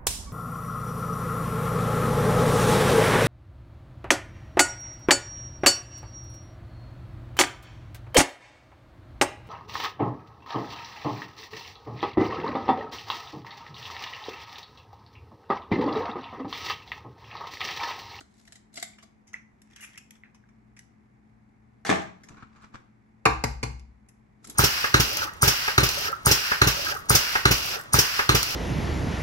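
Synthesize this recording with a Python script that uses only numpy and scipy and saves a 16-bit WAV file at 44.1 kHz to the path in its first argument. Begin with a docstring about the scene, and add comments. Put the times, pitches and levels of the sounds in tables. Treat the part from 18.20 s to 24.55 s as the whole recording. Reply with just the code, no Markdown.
"""In a small kitchen with a faint hum, thumbs pull an eggshell open in brittle snaps over crackling noise.
The egg drops with damped plips, then the halves are nested with rubbing slips and small wet pops.
The shells clatter into a bin as noise bursts through its resonances; the next egg bumps out of its carton.
Three knocks on the stove edge crunch its shell, ring the pan and boom in the stove top; it starts to split.
Room air, hum and a dull rustle of handling lie under it all; a diffuse tail answers hands, knocks and bin."""
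import sys
import numpy as np
from scipy import signal
from scipy.fft import rfft, irfft
from scipy.io import wavfile
from scipy.ndimage import uniform_filter1d

SR = 44100
rng = np.random.default_rng(int(sys.argv[2]) if len(sys.argv) > 2 else 0)


def pcm_store(signal):
    """Save signal as 16-bit PCM."""
    levels = np.round(np.clip(np.atleast_2d(signal), -1, 1) * 32767)
    wavfile.write(sys.argv[1], SR, levels.astype(np.int16).T)


N = 280035
SIZE = 8192  # samples in one blow
HZ = np.fft.rfftfreq(SIZE, 1 / SR)
TIME = np.arange(N) / SR

# shell splitting under the thumbs: t/s, level before trim/dB, shell resonance/Hz, tilt/(dB/octave), fade/s
SNAPS = [(0.0094, -33, 1310, -5.5, 0.0011), (0.276, -41, 1910, -2, 0.0021),
         (0.3223, -34, 1730, 0.5, 0.0017), (0.3558, -40.5, 1970, 0.5, 0.0031),
         (0.540, -35.5, 4000, 12.5, 0.00197), (0.557, -33.5, 5030, 4.5, 0.0026),
         (0.5739, -23.5, 2130, -2.5, 0.0014), (0.579, -32, 4040, -3.5, 0.003),
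         (0.599, -30, 4450, 3, 0.0014), (0.6265, -17, 2070, -.5, 0.0015), (0.634, -37, 10430, 17, 0.0011),
         (0.827, -42.5, 1136, -2, 0.0049), (6.2453, -34.5, 1340, 3.5, 0.0035),
         (6.2717, -34, 10700, 6, 0.0021), (6.2968, -27.5, 11250, 3.5, 0.003)]
# one half pushed into the other, as rubbing strokes: peak t/s, level before trim/dB, build/s, fade/s
NESTING_STROKES = [(1.52, -50.5, 0.025, 0.045), (1.635, -41, 0.064, 0.035), (1.77, -46, 0.096, 0.0073),
                   (1.96, -48, 0.009, 0.011)]
# egg knocked on the stove edge: t/s, knock/dB, crunch/dB, stove boom before trim/dB, crunch fade/s,
# dent resonance/Hz, pan ring before trim/dB, pan tilt/(dB/octave)
EDGE_KNOCKS = [(5.0547, -9, -14, -22.5, 0.002, 2670, -23.5, 0.5),
               (5.2391, -26.5, -13.5, -25, 0.0016, 2060, -40, 1.5),
               (5.43, -30, -19.5, -25.5, 0.0022, 2330, -42, 0)]
# colour of splitting shell: f/Hz, level/dB
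SPLIT_COLOUR = [(100, -27), (330, -6.5), (520, -12.5), (690, 7.5), (930, -17.5), (1400, -4), (1650, -5.5),
                (2150, -2), (2700, -6), (3950, -0.5), (6000, -2), (7800, 0.5), (11500, -11.5)]
# colour of the loose shell halves: f/Hz, level/dB
HALVES_COLOUR = [(200, -11), (1200, 1), (2000, 8.5), (3400, -2.5), (4400, -9.5), (5600, 0), (8000, -6),
                 (11500, -15)]


def amp(db):
    """Decibels to gain."""
    return 10 ** (np.asarray(db) / 20)


def unit(x):
    """Scales to rms 1."""
    return x / np.sqrt(np.mean(x ** 2) + 1e-20)


def read(points, hz):
    """Reads a table on a log-frequency axis."""
    f, value = np.transpose(points)
    return np.interp(np.log(hz + 1), np.log(f + 1), value)


def add(mix, s, sound):
    """Mixes a stereo sound in at time s."""
    part = mix[:, max(round(s * SR), 0):][:, :sound.shape[1]]
    part += sound[:, :part.shape[1]]


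def drift(rate_hz):
    """Slow random wander of rms 1: noise with its content above rate_hz rolled off."""
    hz = np.fft.rfftfreq(N, 1 / SR)
    noise = rfft(rng.standard_normal(N))
    return unit(irfft(noise / (1 + (hz / rate_hz) ** 4), N))


def slope(tilt_db):
    """Brightens or dulls by so many dB an octave around 3 kHz, flat below 300 Hz."""
    return tilt_db * np.log2(np.maximum(HZ, 300) / 3000)


def lifts(peaks):
    """Raises a colour at each resonance (f/Hz, width/Hz, level/dB)."""
    return sum(db / (1 + (2 * (HZ - hz) / width) ** 2) for hz, width, db in peaks)


def causal(db):
    """Minimum-phase response of a body with this gain curve: it rings only after it is struck."""
    log_gain = np.log(amp(np.maximum(db - db.max(), -100)))
    mirrored = np.r_[log_gain, log_gain[-2:0:-1]]
    return np.exp(np.conj(signal.hilbert(mirrored)))[:len(HZ)]


def microphone_lags(s):
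    """Half the delay between the microphones goes to each side, following where the hands work."""
    # place of the hands: t/s, lag of the left microphone/s
    bearing = [(0, .00011), (2.6, .00009), (4.2, -.00008), (6.3, -.00012)]
    return np.interp(s, *np.transpose(bearing)) * np.array([[.5], [-.5]])


def ping(s, hz, fade, rise):
    """One quickly damped note from where the hands are."""
    t = np.arange(SIZE // 4) / SR
    envelope = np.exp(-t / fade) * (1 - np.exp(-t / rise))
    return np.sin(2 * np.pi * hz * (t - microphone_lags(s))) * envelope


def blow(s, db, colour, fade, snap, scatter, rise=0.011, linger=2.2, grain_db=3, uneven_db=5.0):
    """A snap and a burst of tiny fractures ring a body; nearby surfaces scatter it to each microphone."""
    t = np.arange(SIZE) / SR
    clumps = amp(grain_db * unit(uniform_filter1d(rng.standard_normal(SIZE), size=50)))
    burst = rng.standard_normal((3, SIZE)) * clumps * (1 - np.exp(-t / rise))
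    click = unit(1. * (np.arange(SIZE) == SR // 1000))  # one sample, 1 ms in
    direct = unit(burst[0] * np.exp(-t / fade)) + snap * click
    echoes = unit(burst[1:] * np.exp(-t / (fade * linger)))  # a separate noise for each side

    # new overtones for every blow, at full depth from 2 kHz up
    ripple = np.tanh(unit(uniform_filter1d(rng.standard_normal(len(HZ)), size=60)))
    overtones = ripple * np.minimum(HZ / 2000, 1)
    body = causal(colour + uneven_db * overtones)

    delay = np.exp(-2j * np.pi * HZ * microphone_lags(s))
    struck = unit(irfft(rfft(direct) * body * delay))
    scattered = unit(irfft(rfft(echoes) * body))
    return amp(db) * unit(struck + scatter * scattered) * np.sqrt(fade * SR / SIZE)


def ring(modes, swell_cycles):
    """Dying modes that build up over a few cycles and reach each microphone in their own phase."""
    t = np.arange(SR) / SR
    out = np.zeros((2, SR))
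    for hz, db, t60 in modes:
        skew = (2 * rng.random() - 1) * min(hz / 700, 1.1) * np.array([[1], [-1]])
        swell = 1 - np.exp(-t * hz / swell_cycles)
        out += amp(db - 60 * t / t60) * np.sin(2 * np.pi * hz * t + skew) * swell
    return out


def pressure(strokes):
    """Each stroke builds exponentially to its peak and eases off; the strongest one leads."""
    out = np.zeros(N)
    for s, db, build, fade in strokes:
        away = np.minimum(np.maximum((s - TIME) / build, (TIME - s) / fade), 20)
        out = np.maximum(out, amp(db) * np.exp(-away))
    return out


def rub(force, colour, per_s, spread_db, slip_s=.0014):
    """Many small slips of uneven size, each a tiny scrape, as loud as the force behind them."""
    struck = rng.random(N) < per_s / SR
    sizes = struck * amp(spread_db * np.minimum(rng.exponential(1, N), 4))
    power = signal.lfilter([1], [1, -np.exp(-1 / (slip_s * SR))], sizes ** 2)
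    slips = rng.standard_normal((3, N)) * np.sqrt(power)
    stereo = slips[:2] + .5 * slips[2]  # the third noise is common to both sides
    body = irfft(causal(read(colour, HZ)))[None, :SIZE // 4]
    grains = signal.oaconvolve(stereo, body, axes=1)[:, :N]
    return unit(grains) * force


def background(waver=0.28, wander=0.93):
    """Room air as coloured noise, and wavering appliance hum: a motor line and a mains line that comes up."""
    # colour of the air: f/Hz, level/dB
    air_colour = [(20, -47.5), (53, -5.5), (86, -11.5), (160, -13.5), (215, -9.5), (270, -17), (560, -28),
                  (760, -21.5), (1400, -30.5), (2200, -29), (3200, -52), (8000, -50.5), (11500, -60.5)]
    # left-right likeness of the air: f/Hz, likeness/1
    likeness = [(60, 0.96), (170, 0.11), (700, 0.045)]
    air_db = -62
    motor_hz, motor_db = 215.6, -66.5
    mains_hz, mains_idle_db, mains_db = 117.6, -77, -66.5
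    mains_on_s, mains_rise_s = 2.13, 0.074

    hz = np.fft.rfftfreq(N, 1 / SR)
    left, other = rfft(rng.standard_normal((2, N)))
    same = np.clip(read(likeness, hz), 0, 1)
    right = same * left + np.sqrt(1 - same ** 2) * other
    air = irfft(np.array([left, right]) * amp(read(air_colour, hz)), N)

    mains_level = np.interp(TIME, [mains_on_s, mains_on_s + mains_rise_s], [mains_idle_db, mains_db])
    hum = np.zeros(N)
    for f, db in ((mains_hz, mains_level), (motor_hz, motor_db)):
        line = np.sin(2 * np.pi * f * TIME + wander * drift(4.0))
        hum += amp(db) * unit((1 + waver * drift(10.0)) * line)
    return amp(air_db) * unit(air) + hum * amp([[.6], [-.6]])


def handling(still_db=-71):
    """Dull low rustle of handling, in slow swells that never sink below still_db."""
    # swells of handling: peak t/s, level/dB, build/s, fade/s
    swells = [(4.12, -58, 0.14, 0.06), (4.56, -62.5, 0.14, 0.13), (6.3, -49.5, 0.04, 0.048)]
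    # dull colour of the rustle: f/Hz, level/dB
    dull = [(40, -14.5), (300, -6.0), (550, -16.0), (1000, -20.5), (10000, -43.5)]
    return rub(np.maximum(amp(still_db), pressure(swells)), dull, per_s=1900, spread_db=3.5)


def prying(level_db=-18.5, build_s=0.0074, fade_s=0.011):
    """Tiny fractures build up to each snap and die away after it, at a level relative to the snap."""
    strain = [(s, db + level_db, build_s, fade_s) for s, db, *_ in SNAPS]
    return rub(pressure(strain), SPLIT_COLOUR, per_s=500, spread_db=3.5)


def shell(rows, colour, gain_db, lift_db, width, ping_db, snap, scatter):
    """Brittle clicks; the piece of shell that gives way rings briefly at its own pitch."""
    out = np.zeros((2, N))
    for s, db, hz, tilt_db, fade in rows:
        cup = lifts([(hz, width * hz, lift_db)])
        tone = read(colour, HZ) + slope(tilt_db) + cup
        add(out, s, blow(s, db + gain_db, tone, fade, snap, scatter))
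        add(out, s, amp(db + ping_db) * ping(s, hz, 1.25 * fade, rise=0.00071))
    return out


def cracks():
    """Shell snaps open under the thumbs, each break a click with a short ring."""
    return shell(SNAPS, SPLIT_COLOUR, gain_db=-5.5, lift_db=9.0, width=0.2, ping_db=-7.5, snap=0.076,
                 scatter=1.0)


def fingering():
    """Fingertips shift on the shell in a swell of small slips."""
    # rubbing stroke: peak t/s, level/dB, build/s, fade/s
    fingertip_strokes = [(.2, -62.5, 0.059, 0.0364)]
    return rub(pressure(fingertip_strokes), SPLIT_COLOUR, per_s=450, spread_db=2)


def ticks():
    """Wet shell pieces and fingernails touch in small clicks that ring the shell."""
    # touches: t/s, level before trim/dB, shell resonance/Hz, tilt/(dB/octave), fade/s
    touches = [(0.251, -48.5, 4400, 5, 0.0018), (0.784, -44, 3090, -1.5, 0.0036),
               (1.0702, -50.5, 6140, 3, 0.0079), (1.132, -38, 6170, -0.5, 0.0029),
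               (1.4174, -44, 10760, 4.5, 0.0012), (1.5605, -35.5, 3150, 4.5, 0.0013),
               (1.606, -36.5, 2840, 11, 0.012), (1.623, -38, 2600, 1, 0.0094),
               (1.634, -31, 2420, 15.5, 0.0068), (1.7758, -31, 2500, 4.5, 0.0021),
               (1.9068, -34.5, 2290, 7, 0.0013), (2.1458, -49.5, 1030, 1, 0.0029),
               (2.287, -55.5, 1600, -2, 0.0031), (2.5652, -44.5, 1590, 1.5, 0.0035),
               (2.5901, -36, 1960, 5.5, 0.0014), (4.0345, -42, 1490, 3.5, 0.003),
               (5.594, -47.5, 5090, 2, 0.0021), (5.8863, -44.5, 10230, 6.5, 0.0026)]
    return shell(touches, HALVES_COLOUR, gain_db=-3.5, lift_db=8, width=0.21, ping_db=-10.5, snap=0.046,
                 scatter=1.0)


def drips(gain_db=10, rise=0.00075, after_db=-16, after_fade=0.013, blur_hz=380):
    """A pocket of air rings as the egg lands; the pan walls throw back a blurred copy."""
    # wet plips and pops of egg: t/s, level before trim/dB, pitch/Hz, fade/s
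    plips = [(0.735, -57, 2300, .003), (1.1426, -28.5, 2007, 0.0027), (1.749, -54, 1900, 0.0043),
             (2.0369, -39, 2060, 0.0013), (2.2398, -56.5, 1620, 0.0019)]
    out = np.zeros((2, N))
    for s, db, hz, fade in plips:
        add(out, s - .001, amp(db + gain_db) * ping(s, hz, fade, rise))
        note = -20 * np.log10(1 + ((HZ - hz) / blur_hz) ** 2)
        add(out, s, blow(s, db + after_db, note, after_fade, snap=0, scatter=.7))
    return out


def grinding():
    """The empty halves grind together in small slips as they are nested."""
    return amp(-13.0) * rub(pressure(NESTING_STROKES), HALVES_COLOUR, per_s=420, spread_db=3)


def squelch(wet_db=3, low_hz=1500, high_hz=3500, fade=0.0026):
    """Egg white pops in separate small bubbles, each with its own pitch, as the halves are nested."""
    out, force = np.zeros((2, N)), pressure(NESTING_STROKES)
    first_s, last_s = NESTING_STROKES[0][0], NESTING_STROKES[-1][0]
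    for when, pitch, softness in rng.random(size=(45, 3)):
        s = first_s + when * (last_s - first_s)
        pop = ping(s, low_hz * (high_hz / low_hz) ** pitch, fade, rise=0.00048)
        add(out, s, amp(wet_db - 4.7 * softness) * force[int(s * SR)] * pop)
    return out


def toss(rise=0.0038):
    """The shells brush the rim of the bin, hit its bottom and rattle to rest, each bounce on another piece."""
    # landings: t/s, level before trim/dB, tilt/(dB/octave), shell resonance/Hz, fade/s
    landings = [(3.649, -30.5, 4.5, 1487, 0.0077), (3.662, -32, 3, 4325, 0.021),
                (3.691, -15, 1.5, 1800, 0.0025), (3.698, -15.5, 0.5, 1223, 0.0047),
                (3.7103, -14.5, -1, 647, 0.0027), (3.725, -17.5, -0.5, 1842, 0.0032),
                (3.757, -28, 2, 1950, 0.0019), (3.776, -39, -1, 2160, 0.0022),
                (3.793, -35, -1.5, 718, 0.0034), (3.818, -38.5, 1, 1880, 0.0028)]
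    # colour of the bin: f/Hz, level/dB
    bin_colour = [(30, -37.5), (62, -14.5), (120, -15.5), (185, -11.5), (440, -8.5), (560, -16),
                  (1100, -15.5), (2050, -18.5), (2800, -24.5), (4500, -32), (8000, -35.5), (11500, -48.5)]
    # resonances of the bin: f/Hz, width/Hz, level/dB
    bin_rings = [(184.5, 46, 9.5), (665, 120, 12), (1222, 40, 4), (808, 44, 11)]
    out = np.zeros((2, N))
    body = read(bin_colour, HZ) + lifts(bin_rings)
    for s, db, tilt_db, hz, fade in landings:
        colour = body + slope(tilt_db) + lifts([(hz, 0.19 * hz, 7)])
        add(out, s, blow(s, db, colour, fade, snap=.1, scatter=.7, rise=rise, grain_db=5.5))
    return out


def carton(bump_db=0.5, rub_db=-2.0):
    """Fingers work an egg out of its pulp cup: it catches and slips, and the soft pulp blunts each bump."""
    # tugs at the egg in its cup: peak t/s, level before trim/dB, build/s, fade/s
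    tugs = [(4.2, -53.5, 0.097, 0.054), (4.45, -50, 0.091, 0.013), (4.548, -43.5, 0.0079, 0.015)]
    # egg bumping the carton: t/s, level before trim/dB, tilt/(dB/octave), cup resonance/Hz, fade/s
    cup_bumps = [(4.085, -44, 7.5, 1100, 0.0029), (4.098, -49, -2.5, 138, 0.024),
                 (4.165, -50, -1, 1450, 0.016), (4.223, -39.5, -1.5, 1400, 0.0041),
                 (4.358, -53.5, 2, 1530, 0.0054), (4.413, -55, 5, 1250, 0.016),
                 (4.547, -39.5, -0.5, 516, 0.0043)]
    # colour of the pulp: f/Hz, level/dB
    pulp_colour = [(150, 4.5), (400, -6.5), (620, -6.5), (900, -1), (1110, 2.5), (1550, -2), (2000, -10.5),
                   (2400, -7.5), (2900, -14.5), (7500, -22), (11500, -45)]
    uneven_force = pressure(tugs) * amp(2.5 * drift(35))
    out = amp(rub_db) * rub(uneven_force, pulp_colour, per_s=600, spread_db=2)
    for s, db, tilt_db, hz, fade in cup_bumps:
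        colour = read(pulp_colour, HZ) + slope(tilt_db) + lifts([(hz, 0.37 * hz, 6)])
        add(out, s, blow(s, db + bump_db, colour, fade, snap=0, scatter=1.0, rise=0.0079))
    return out


def knocks(knock_fade=0.0056):
    """The whole egg knocks hard; once dented it mostly crunches, at a pitch that changes with the dent."""
    # colour of the knock: f/Hz, level/dB
    knock_colour = [(80, -33.5), (190, -7), (320, -4.5), (380, -8), (450, -1), (600, -11.5), (740, -1),
                    (1130, 4), (1300, -4.5), (1620, -1), (1950, -13.5), (2650, -7), (3100, -21.5),
                    (4300, -19), (11500, -42.5)]
    # colour of the crunching shell: f/Hz, level/dB
    crunch_colour = [(150, 2.5), (300, 7.5), (600, 5), (900, 1), (1700, -9), (2600, -1.5), (3300, -12.5),
                     (4300, -4), (7500, -5), (9500, -12), (11500, -14)]
    out = np.zeros((2, N))
    for s, knock_db, crunch_db, _, fade, dent_hz, *_ in EDGE_KNOCKS:
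        thud = blow(s, knock_db, read(knock_colour, HZ), knock_fade, snap=0.058, scatter=1.0,
                    rise=0.007, grain_db=5.0)
        add(out, s, thud)
        dented = read(crunch_colour, HZ) + lifts([(dent_hz, 0.51 * dent_hz, 8)])
        add(out, s - .001, blow(s, crunch_db, dented, fade, snap=0.05, scatter=0.94))
    return out


def pan(t60_s=.21, uneven_db=2.5):
    """The pan on the stove rings along with each knock, its modes in a new balance every time."""
    # modes of the pan: f/Hz
    mode_hz = [319, 445, 720, 798, 854, 937, 1033, 1147, 1398]
    # mean balance of those modes: level/dB
    mode_db = [2, -0.5, 0.5, 2.5, -2.5, 1.5, 0.5, 1.5, -4.5]
    out = np.zeros((2, N))
    for s, *_, pan_db, tilt_db in EDGE_KNOCKS:
        levels = mode_db + uneven_db * rng.standard_normal(len(mode_hz))
        modes = [(hz, db + tilt_db * np.log2(hz / 1000), t60_s) for hz, db in zip(mode_hz, levels)]
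        add(out, s, amp(pan_db) * ring(modes, swell_cycles=1.6))
    return out


def boom():
    """The sheet-metal stove top swings slowly under each knock."""
    # modes of the stove top: f/Hz, level/dB, t60/s
    stove_modes = [(49.8, -7, .9), (64.3, 1.5, 0.7), (115.4, -2.5, 0.3), (124, 7, 0.16), (140, -6.5, 0.33),
                   (234.4, -10, 0.21)]
    out = np.zeros((2, N))
    for s, _, _, boom_db, *_ in EDGE_KNOCKS:
        add(out, s, amp(boom_db) * ring(stove_modes, swell_cycles=3.6))
    return out * amp([[1.3], [-1.3]])


def kitchen(x, onset=0.00028):
    """A diffuse tail of noise, each band dying at its own speed."""
    # decay of the room: f/Hz, t60/s
    room_decay = [(100, 0.6), (300, 0.34), (1000, 0.43), (3000, 0.39), (7000, 0.35), (12000, 0.24)]
    hz, t, z = signal.stft(rng.standard_normal((2, SR * 3 // 4)), SR, nperseg=256)
    decay = amp(-60 * t / read(room_decay, hz)[:, None])
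    tail = signal.istft(z * decay, SR, nperseg=256)[1]
    tail *= 1 - np.exp(-(np.arange(tail.shape[1]) / SR / onset) ** 2)
    return signal.fftconvolve(x, tail / np.linalg.norm(tail[0]), axes=1)[:, :N]


def scene():
    """Hands near the microphones, the stove edge a little further, the bin across the kitchen."""
    hands = handling() + prying() + cracks() + fingering() + ticks() + grinding() + squelch()
    near, wet = hands * amp([[.7], [-.7]]), drips()
    far, box, egg, steel = toss(), carton(), knocks(), pan()
    # how much of each source the room answers
    send = amp(-8.5) * near + amp(-14) * wet + amp(-1.0) * far
    send += amp(-9.0) * box + amp(-7.5) * (egg + steel)
    further = egg + steel + amp(1.0) * far + box + kitchen(send)
    return near + wet + further * amp([[.4], [-.4]]) + boom() + background()


def record(dry, edge_hz=11850):
    """The microphone pair's uneven stereo width and balance, then the band limit."""
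    # some bands are heard wider than others: f/Hz, side over mid/dB
    side_over_mid = [(60, 4), (140, -4.5), (300, -5.5), (550, 5.5), (1000, 2), (2200, 0), (6500, -1),
                     (8200, 3), (9300, 21.5), (10800, -6)]
    # balance: f/Hz, left over right/dB
    left_over_right = [(65, -0.5), (140, 4.5), (270, 3), (500, -0.5)]
    hz = np.fft.rfftfreq(N, 1 / SR)
    width = amp(read(side_over_mid, hz))
    left, right = rfft(dry) / np.sqrt(2 * (1 + width ** 2))
    mid, side = left + right, (left - right) * width
    balance = amp(read(left_over_right, hz) * np.array([[.5], [-.5]]))
    pair = irfft(np.array([mid + side, mid - side]) * balance, N)
    low_pass = signal.firwin(301, edge_hz, window=("kaiser", 8), fs=SR)
    return signal.oaconvolve(pair, low_pass[None], "same")


dry = scene()
out = record(dry)
pcm_store(out)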